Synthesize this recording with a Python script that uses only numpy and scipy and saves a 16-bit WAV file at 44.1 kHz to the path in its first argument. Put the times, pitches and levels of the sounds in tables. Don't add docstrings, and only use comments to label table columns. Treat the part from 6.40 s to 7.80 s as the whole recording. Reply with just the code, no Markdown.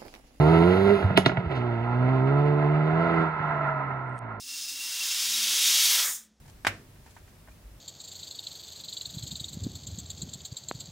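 import sys
import numpy as np
from scipy import signal
from scipy.io import wavfile

SR = 44100
rng = np.random.default_rng(int(sys.argv[2]) if len(sys.argv) > 2 else 0)


def file_out(sig):
    cols = np.atleast_2d(sig).T
    lim = np.clip(cols, -1, 1)
    pcm = np.round(lim * 32767).astype(np.int16)
    wavfile.write(sys.argv[1], SR, pcm)


N = 61739
T = np.arange(N) / SR
AGE = np.arange(SR // 2) / SR

# f/Hz, relative spectral density/dB
AIR_SPECTRUM = [(13, -31), (22, -12.5), (74, -8.5), (278, -19), (319, -24), (432, -23.5), (539, -45),
                (602, -23.5), (1070, -30), (1860, -31), (2390, -32.5), (2590, -34), (5610, -36.5),
                (10000, -38), (16000, -39)]
# f/Hz, coherence
AIR_COHERENCE = [(100, 1), (500, 0.45), (1500, 0.2), (5000, 0.17), (15000, 0.18)]
# f/Hz, level/dB
HUM_TONES = [(98, -61.5), (599, -78)]
# t/s, level/dB
RUMBLE_ENVELOPE = [(0, -62), (.1, -61.5), (.2, -52), (.45, -65), (.55, -55), (.78, -77), (.85, -50),
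                   (.92, -56), (1.05, -59), (1.11, -49), (1.19, -69), (1.25, -45), (1.305, -52),
                   (1.345, -45.5), (1.4, -53)]
# centre t/s, level/dB, f/Hz, half-width/s
HAND_BUMPS = [(0.05, -53, 140, 0.066), (0.345, -63, 130, .025), (0.51, -56.5, 128, 0.12),
              (0.845, -46.5, 80, 0.014), (0.99, -59, 160, .03)]
# f/Hz, level/dB, T60/s
SHELL_MODES = [(856, -8.5, 0.019), (1063, -16.5, 0.039), (1532, -13.5, 0.048), (1869, -6, 0.015),
               (2173, -14.5, 0.036), (3560, -13, 0.0034), (4444, -21.5, 0.015)]
# t/s, gain/dB, cutoff f/Hz, decay time/s, patch f/Hz, patch level/dB
SHELL_CREAKS = [(0.057, -56, 7000, .003, 800, 7), (0.0816, -51, 9000, 0.0012, 830, -3),
                (0.094, -57, 8950, .004, 870, 5), (0.557, -52, 2520, 0.0073, 1770, -6),
                (0.663, -46, 2180, 0.013, 870, 0), (0.7654, -43.5, 1930, 0.0072, 886, 1.5),
                (0.7696, -45, 1750, 0.0092, 1840, 5.5), (0.879, -52, 3500, .004, 2480, -7),
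                (1.075, -50.5, 2040, 0.011, 740, -1.5), (1.085, -46, 1930, 0.0051, 660, 1.5)]
# left delay/s, right delay/s, gain/dB
TABLE_ECHOES = [(.00124, 0.0015, -22)]
# f/Hz, gain/dB, T60/s
NEAR_SCATTER = [(123, -23, 0.074), (424, 13, 0.017), (880, 20, 0.057), (1300, 21, .055), (1900, 23.5, 0.15),
                (2820, 20.5, 0.048), (4070, 14, 0.073), (8100, 7.5, 0.079), (15000, 1, .07)]
# f/Hz, gain/dB, T60/s
ROOM_REVERB = [(101, 8, .45), (214, 13.5, 0.79), (400, 11, 0.58), (850, 11.5, 0.21), (1410, 11, 0.37),
               (2140, 19, 0.23), (2840, 3.5, 0.26), (4160, 1.5, 0.39), (7750, -7.5, 0.4),
               (14900, -10, 0.11)]
# f/Hz, coherence
DIFFUSE_COHERENCE = [(100, 1), (380, 1), (700, 0.7), (1300, 0.24), (2400, 0.057), (5000, 0.094),
                     (15000, 0.37)]
# centre t/s, level/dB, half-width/s
FINGER_RUBS = [(0.064, -63, 0.0061), (0.081, -61, 0.0041), (0.099, -60, 0.012), (0.672, -64, 0.023),
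               (0.711, -62, 0.012), (0.771, -63.5, 0.029), (0.889, -67, .02), (1.104, -70, 0.03)]
# f/Hz, relative spectral density/dB
RUB_SPECTRUM = [(300, -20), (900, -7), (2500, -3.5), (6500, 2.5), (10000, -6), (16000, -26)]
# t/s, gain/dB, cutoff f/Hz,
# tick gain/dB, diffuse gain/dB, patch f/Hz, patch level/dB, patch T60/s, pop level/dB
SHELL_SNAPS = [(0.2487, -17, 4130, 3, -1.5, 1686, -2, 0.012, -6.5),
               (0.2682, -9.5, 12200, -1.5, 1, 2000, -12, 0.046, 5)]
# centre t/s, level/dB, f/Hz, half-width/s
SKIN_SQUEAKS = [(1.0855, -55.5, 1514, .0045), (1.120, -59, 2405, 0.0056)]


def from_db(db):
    return 10 ** (np.asarray(db) / 20)


def at_hz(points, hz):
    grid, *columns = np.transpose(points)
    return [np.interp(np.log(hz), np.log(grid), column) for column in columns]


def drift(rate_hz):
    knots = rng.standard_normal(N // 20)
    return np.interp(T * rate_hz, np.arange(len(knots)), knots)


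def butter(x, hz, kind, order=2):
    sections = signal.butter(order, np.clip(hz, 10, SR * .49), kind, fs=SR, output="sos")
    return signal.sosfilt(sections, x + 1e-18)


def impulse(s):
    return signal.unit_impulse(len(AGE), int(s * SR))


def through(x, response):
    return signal.fftconvolve(np.atleast_2d(x), np.atleast_2d(response), axes=1)[:, :len(AGE)]


def placed(x, s):
    return np.pad(x, [(0, 0), (int(s * SR), N)])[:, :N]


def noise_bands(coherence, size):
    edges = 22 * 2 ** (np.arange(20) / 2)
    white = rng.standard_normal((2, 2, size + SR // 4))
    for k, (low, high) in enumerate(zip(edges, edges[1:])):
        mid, side = butter(white[k % 2], [low, high], "band")[:, -size:]
        hz = np.sqrt(low * high)
        alike = at_hz(coherence, hz)[0]
        yield hz, np.sqrt((1 + alike) / 2) * mid + np.sqrt((1 - alike) / 2) * side * [[1], [-1]]


def coloured(spectrum, coherence):
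    noise = sum(from_db(at_hz(spectrum, hz)[0]) * band for hz, band in noise_bands(coherence, N))
    return noise / np.sqrt(np.mean(noise ** 2))


def background():
    hum = sum(from_db(db) * np.sin(2 * np.pi * hz * T + 1.22 * drift(7.07)) for hz, db in HUM_TONES)
    rumble_hz, waver_db = 51, 4
    rumble_db = np.interp(T, *np.transpose(RUMBLE_ENVELOPE)) + waver_db * drift(11.66)
    rumble = from_db(rumble_db) * np.sin(2 * np.pi * rumble_hz * T + .8 * drift(9.45))
    return from_db(-54.5) * coloured(AIR_SPECTRUM, AIR_COHERENCE) + np.sqrt(2) * (hum + rumble)


def swell(s, db, half_s):
    return from_db(db) * np.exp(-((T - s) / half_s) ** 2)


def tone_pulses(table, waver_hz, waver_rad):
    return sum(swell(s, db, half_s) * np.sin(2 * np.pi * hz * T + waver_rad * drift(waver_hz))
               for s, db, hz, half_s in table)


def hand_bumps():
    return tone_pulses(HAND_BUMPS, waver_hz=180, waver_rad=0.3)


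def mode(hz, db, t60):
    return from_db(db) * np.sin(2 * np.pi * hz * AGE) * np.exp(-np.log(1000) * AGE / t60)


def shell_ring():
    foam = mode(hz=388, db=-9.5, t60=0.0063)
    return foam + sum((-1) ** k * mode(hz, db, t60) for k, (hz, db, t60) in enumerate(SHELL_MODES))


def direct_path():
    echo = sum(from_db(db) * np.array([impulse(left), impulse(right)])
               for left, right, db in TABLE_ECHOES)
    return butter(impulse(0) + echo, hz=247, kind="high")


def reflections(table, build_s):
    out = 0
    for hz, band in noise_bands(DIFFUSE_COHERENCE, len(AGE)):
        db, t60 = at_hz(table, hz)
        tail = band * (1 - np.exp(-(AGE / build_s) ** 2)) * from_db(-60 * AGE / t60)
        out = out + from_db(db) * tail * band.std() / np.sqrt(np.sum(tail ** 2) / 2)
    return out


def creaks(ring, direct, diffuse):
    slips_per_s, diffuse_db = 780, 3
    out = 0
    for s, db, cutoff_hz, decay_s, patch_hz, patch_db in SHELL_CREAKS:
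        slipping = rng.random(len(AGE)) < slips_per_s / SR
        slips = impulse(0) + slipping * rng.normal(0, 0.42, len(AGE)) * np.exp(-AGE / decay_s)
        force = butter(butter(slips, cutoff_hz, "low"), hz=450, kind="high", order=1)
        body = through(ring + mode(patch_hz, patch_db, t60=0.015), direct)
        out = out + from_db(db) * placed(through(force, body + from_db(diffuse_db) * diffuse), s)
    return out


def finger_rubs():
    grain_db = 4
    envelope = sum(swell(*rub) for rub in FINGER_RUBS)
    return envelope * from_db(grain_db * drift(600)) * coloured(RUB_SPECTRUM, DIFFUSE_COHERENCE)


def snaps(ring, direct, diffuse):
    tick = from_db(2.5) * butter(impulse(0), hz=2460, kind="high", order=1)
    tick = butter(tick, hz=10200, kind="low")
    out = 0
    for s, db, cutoff_hz, tick_db, diffuse_db, patch_hz, patch_db, patch_t60, pop_db in SHELL_SNAPS:
        pop = mode(hz=1590, db=pop_db, t60=0.0015)
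        snap = pop + ring + mode(patch_hz, patch_db, patch_t60) - from_db(tick_db) * tick
        heard = through(snap, direct) + from_db(diffuse_db) * diffuse
        out = out + from_db(db) * placed(butter(heard, cutoff_hz, "low", order=1), s)
    return out


def thump():
    onset_s, hz, rise_s, t60 = .2745, 99.7, 0.011, 0.15
    age = np.maximum(T - onset_s, 0)
    envelope = (1 - np.exp(-age / rise_s)) * from_db(-60 * age / t60)
    return from_db(-28.5) * envelope * np.sin(2 * np.pi * hz * age)


def skin_squeaks():
    return tone_pulses(SKIN_SQUEAKS, waver_hz=270, waver_rad=0.84)


def scene():
    ring, direct = shell_ring(), direct_path()
    diffuse = reflections(NEAR_SCATTER, build_s=0.001) + reflections(ROOM_REVERB, build_s=0.011)
    toy = snaps(ring, direct, diffuse) + creaks(ring, direct, diffuse)
    hands = finger_rubs() + skin_squeaks() + hand_bumps()
    return toy * from_db([[-.5], [.5]]) + thump() + hands + background()


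def record(dry):
    return signal.sosfilt(signal.ellip(10, .1, 80, 16000, fs=SR, output="sos"), dry)


dry = scene()
out = record(dry)
file_out(out)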